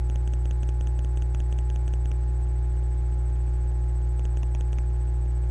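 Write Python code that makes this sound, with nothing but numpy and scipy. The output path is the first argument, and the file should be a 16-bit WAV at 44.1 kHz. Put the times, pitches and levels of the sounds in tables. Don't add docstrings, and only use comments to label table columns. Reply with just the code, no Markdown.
import sys
import numpy as np
from scipy import signal
from scipy.fft import rfft, irfft, next_fast_len
from scipy.io import wavfile
from scipy.ndimage import uniform_filter1d, map_coordinates

SR = 44100
rng = np.random.default_rng(int(sys.argv[2]) if len(sys.argv) > 2 else 0)


def unload_audio(sound):
    columns = np.transpose(np.atleast_2d(sound))
    steps = np.round(np.clip(columns, -1, 1) * 32767)
    wavfile.write(sys.argv[1], SR, steps.astype(np.int16))


def voltage_ratio(decibels):
    exponent = np.asarray(decibels, float) / 20
    return 10 ** exponent


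N = 242550
T = np.arange(N) / SR


def wobble(rate):
    return map_coordinates(rng.standard_normal(int(N * rate / SR) + 4), [T * rate])


def filtered(x, response):
    m = next_fast_len(N + SR // 2)
    return irfft(rfft(x, m) * response(np.fft.rfftfreq(m, 1 / SR)), m)[..., :N]


def tone(rms_db, turns):
    return np.sqrt(2) * voltage_ratio(rms_db) * np.cos(2 * np.pi * turns)


MAINS_HZ = 60.012
CREST_S, OVERTONE_LAG_S = .0081, .0008
# multiple of the mains pitch, level_db (rms), polarity (+1 or -1)
MAINS_OVERTONES = [(1, -24, 1), (2, -35, 1), (3, -54, -1), (4, -63, 1), (5, -60, -1), (6, -49.5, -1),
                   (7, -60, -1), (8, -65, 1), (9, -64.5, 1), (10, -64, 1), (12, -66, -1), (16, -77, 1),
                   (18, -73, -1), (24, -78, 1)]


def mains():
    hum = np.zeros(N)
    for multiple, level_db, polarity in MAINS_OVERTONES:
        lag_s = OVERTONE_LAG_S * (multiple not in (1, 3))
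        flicker_db = .08 * np.sqrt(multiple) * wobble(12)
        turns = multiple * MAINS_HZ * (T - CREST_S - lag_s)
        hum += polarity * tone(level_db + flicker_db, turns)
    return hum


FAN_HZ = 64.97
# multiple of the shaft speed, level_db (rms)
FAN_TONES = [(5, -57), (8, -69), (12, -63), (13, -55), (16, -75), (26, -73)]
# pitch_hz, level_db (rms)
DISC_TONE = (89.98, -51)


def motors():
    shaft_turns = FAN_HZ * T + .008 * wobble(1.2)
    whine = np.zeros(N)
    for multiple, level_db in FAN_TONES:
        whine += tone(level_db + .8 * wobble(5), multiple * shaft_turns + rng.random())
    disc_hz, disc_db = DISC_TONE
    return whine + tone(disc_db + .8 * wobble(4), disc_hz * T + rng.random())


# pitch_hz, level_db (per Hz)
ROOM_RUMBLE = [(20, -67), (130, -75), (350, -88), (850, -88), (1000, -93), (1500, -92), (2500, -100),
               (2800, -115)]
# pitch_hz, level_db (per Hz)
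PREAMP_HISS = [(2750, -104), (4500, -107.5), (6500, -110.5), (7500, -107), (9250, -109.5), (9500, -119)]


def rumble_and_hiss(patchy_db):
    z = signal.stft(rng.standard_normal(N), nperseg=512)[2]
    patches = uniform_filter1d(rng.standard_normal(z.shape), size=5, axis=0)
    patches = uniform_filter1d(patches, size=6, axis=1)
    z *= voltage_ratio(patchy_db * patches / patches.std())
    noise = signal.istft(z, nperseg=512)[1][:N]

    def gain(f, table, above_db):
        hz, db = np.transpose(table)
        return voltage_ratio(np.interp(np.log(f + 1), np.log(hz), db, right=above_db))

    def colour(f):
        both = np.hypot(gain(f, ROOM_RUMBLE, -200), gain(f, PREAMP_HISS, None))
        return np.sqrt(SR / 2) * both

    return filtered(noise, colour)


BUS_HZ = 8000
FRAME_S, FIRST_S, SEND_S = .069828, .042, .0342
# pitch_hz, level_db (rms)
CLOCK_TONES = [(4000, -92), (4661, -92), (4723, -93), (4785, -93), (5000, -94), (7000, -92)]


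def camera_bus():
    sending = (T - FIRST_S) % FRAME_S < SEND_S
    sending = uniform_filter1d(1. * sending, size=24)
    clock = sum(tone(level_db, hz * T + rng.random()) for hz, level_db in CLOCK_TONES)
    return sending * tone(-63 + .6 * wobble(40), BUS_HZ * T) + clock


TRIPLE_MS = (0, .31, .62)
POLL_START_S, POLL_S, REPLY_S, LATE_S = .0995, .178, .0575, .002
POLL_DB, REPLY_DB, SCATTER_DB = -33, -32.4, .5
# start_s of the poll, reply_wait_ms
HEARD_EXCHANGES = [(.0991, 59.1), (.2761, 60.1), (.4561, 54.2), (.6321, 58), (.8102, 61.9), (.9912, 55.9),
                   (1.1733, 48.8), (1.3472, 56.1), (1.5262, 62), (1.7012, 59), (1.8792, 58.3), (2.0572, 59),
                   (4.1947, 58.7), (4.3723, 59.5), (4.5493, 60.1), (4.7304, 55)]
# start_s, level_db (pickup), then the start_ms of each later packet
UNEVEN_BURSTS = [
    (1.3472, -31.5, .86, 1.18, 1.47),
    (2.1162, -33, .32, .7),
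    (4.1947, -34, .29),
    (4.4318, -32.6, .32, 1.11, 1.41),
    (4.5493, -31, .32, 1.2, 1.52),
    (4.7854, -31.5, .33, .79),
]


def schedule():
    poll_s, wait_ms = np.transpose(HEARD_EXCHANGES)
    scatter_db = SCATTER_DB * rng.standard_normal((len(poll_s), 2))
    starts_s = np.r_[poll_s, poll_s + wait_ms / 1000]
    levels_db = np.r_[POLL_DB + scatter_db[:, 0], REPLY_DB + scatter_db[:, 1]]
    uneven_s = np.array([row[0] for row in UNEVEN_BURSTS])
    heard = [(s, db, TRIPLE_MS) for s, db in zip(starts_s, levels_db) if np.abs(s - uneven_s).min() > .01]
    heard += [(s, db, (0, *later)) for s, db, *later in UNEVEN_BURSTS]
    clock_s = np.arange(POLL_START_S, N / SR, POLL_S)
    clock_s = clock_s[np.abs(clock_s[:, None] - poll_s).min(axis=1) > POLL_S / 2]
    late_s = LATE_S * rng.standard_normal((len(clock_s), 2))
    other_s = clock_s[:, None] + [0, REPLY_S] + late_s
    return heard, other_s.ravel()


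PACKET_MS = .24


def packets(bursts):
    edges = np.zeros(N + SR)
    for start_s, gain, starts_ms in bursts:
        at = start_s * SR + np.array(starts_ms) * SR / 1000
        edges[np.round(at).astype(int)] += gain
        edges[np.round(at + PACKET_MS * SR / 1000).astype(int)] -= gain
    return np.cumsum(edges)[:N]


OTHER_BAND_DB, OTHER_LEAK_DB = -.6, -56.5
# start_s, level_db (pickup)
STRAY_SPIKES = [
    (.6951, -37),
    (1.3508, -38),
    (1.8183, -48),
]


def radio():
    heard, other_s = schedule()
    leaks = [(s, voltage_ratio(OTHER_LEAK_DB), TRIPLE_MS) for s in other_s]
    pickup = packets([(s, voltage_ratio(db), starts) for s, db, starts in heard] + leaks)
    jolts = [(s, voltage_ratio(OTHER_BAND_DB), TRIPLE_MS) for s in other_s]
    drain = packets([(s, 1.25, starts) for s, _, starts in heard] + jolts)
    for start_s, level_db in STRAY_SPIKES:
        pickup[round(start_s * SR):][:3] += voltage_ratio(level_db)

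    def supply(f):
        return voltage_ratio(32) / (340 + 2j * np.pi * f) * 1j * f / (12 + 1j * f)

    def wire(f):
        first_cut = 1 - (f / 7500) ** 2 + .75j * f / 7500
        second_cut = 1 - (f / 9000) ** 2 + 1.9j * f / 9000
        return voltage_ratio(-1) / first_cut / second_cut

    return filtered(pickup, wire) + filtered(drain, supply)


def scene():
    return (mains() + motors() + rumble_and_hiss(patchy_db=.5) + camera_bus() + radio())[None]


TOP_HZ = 10700
STARVED_HZ, STARVED_SHARE = (3750, 5550), .45


def coarse_capture(x, noise_db, gain_db):
    hz, t, z = signal.stft(x, SR, nperseg=768, boundary="even")
    starved = (hz > STARVED_HZ[0]) & (hz < STARVED_HZ[1])
    level = np.abs(z[:, starved]).mean(axis=1, keepdims=True)
    z[:, starved] *= np.maximum(level / np.median(level), 1) ** -STARVED_SHARE
    band = np.exp(uniform_filter1d(np.log(np.abs(z) + 1e-9), size=45, axis=1))
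    coarse = np.interp(hz, [900, 2500, 6000, 9500], [0, .5, 1.1, 2.1])[:, None]
    error = signal.stft(rng.standard_normal(N), SR, nperseg=768)[2]
    error /= np.abs(error).mean()
    gain_steps = np.repeat(rng.standard_normal((11, len(t))), 35, axis=0)
    z = z * voltage_ratio(gain_db * coarse * gain_steps) + voltage_ratio(noise_db) * coarse * band * error
    return signal.istft(z * (hz < TOP_HZ)[:, None], SR, nperseg=768)[1][..., :N]


# pitch_hz, level_db
MIRROR_IMAGE = [(11000, -6), (11500, -10), (12000, -22), (12500, -36)]


def upsampled(x):
    hz, db = np.transpose(MIRROR_IMAGE)
    mirrored = x * (-1.) ** np.arange(N)
    return x + filtered(mirrored, lambda f: voltage_ratio(np.interp(f, hz, db, left=-200, right=-200)))


def top_cut(x):
    return signal.sosfilt(signal.butter(12, 12250, fs=SR, output="sos"), x)


def record(dry):
    captured = coarse_capture(dry, noise_db=-4, gain_db=1.3)
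    return top_cut(upsampled(captured))


dry = scene()
out = record(dry)
unload_audio(out)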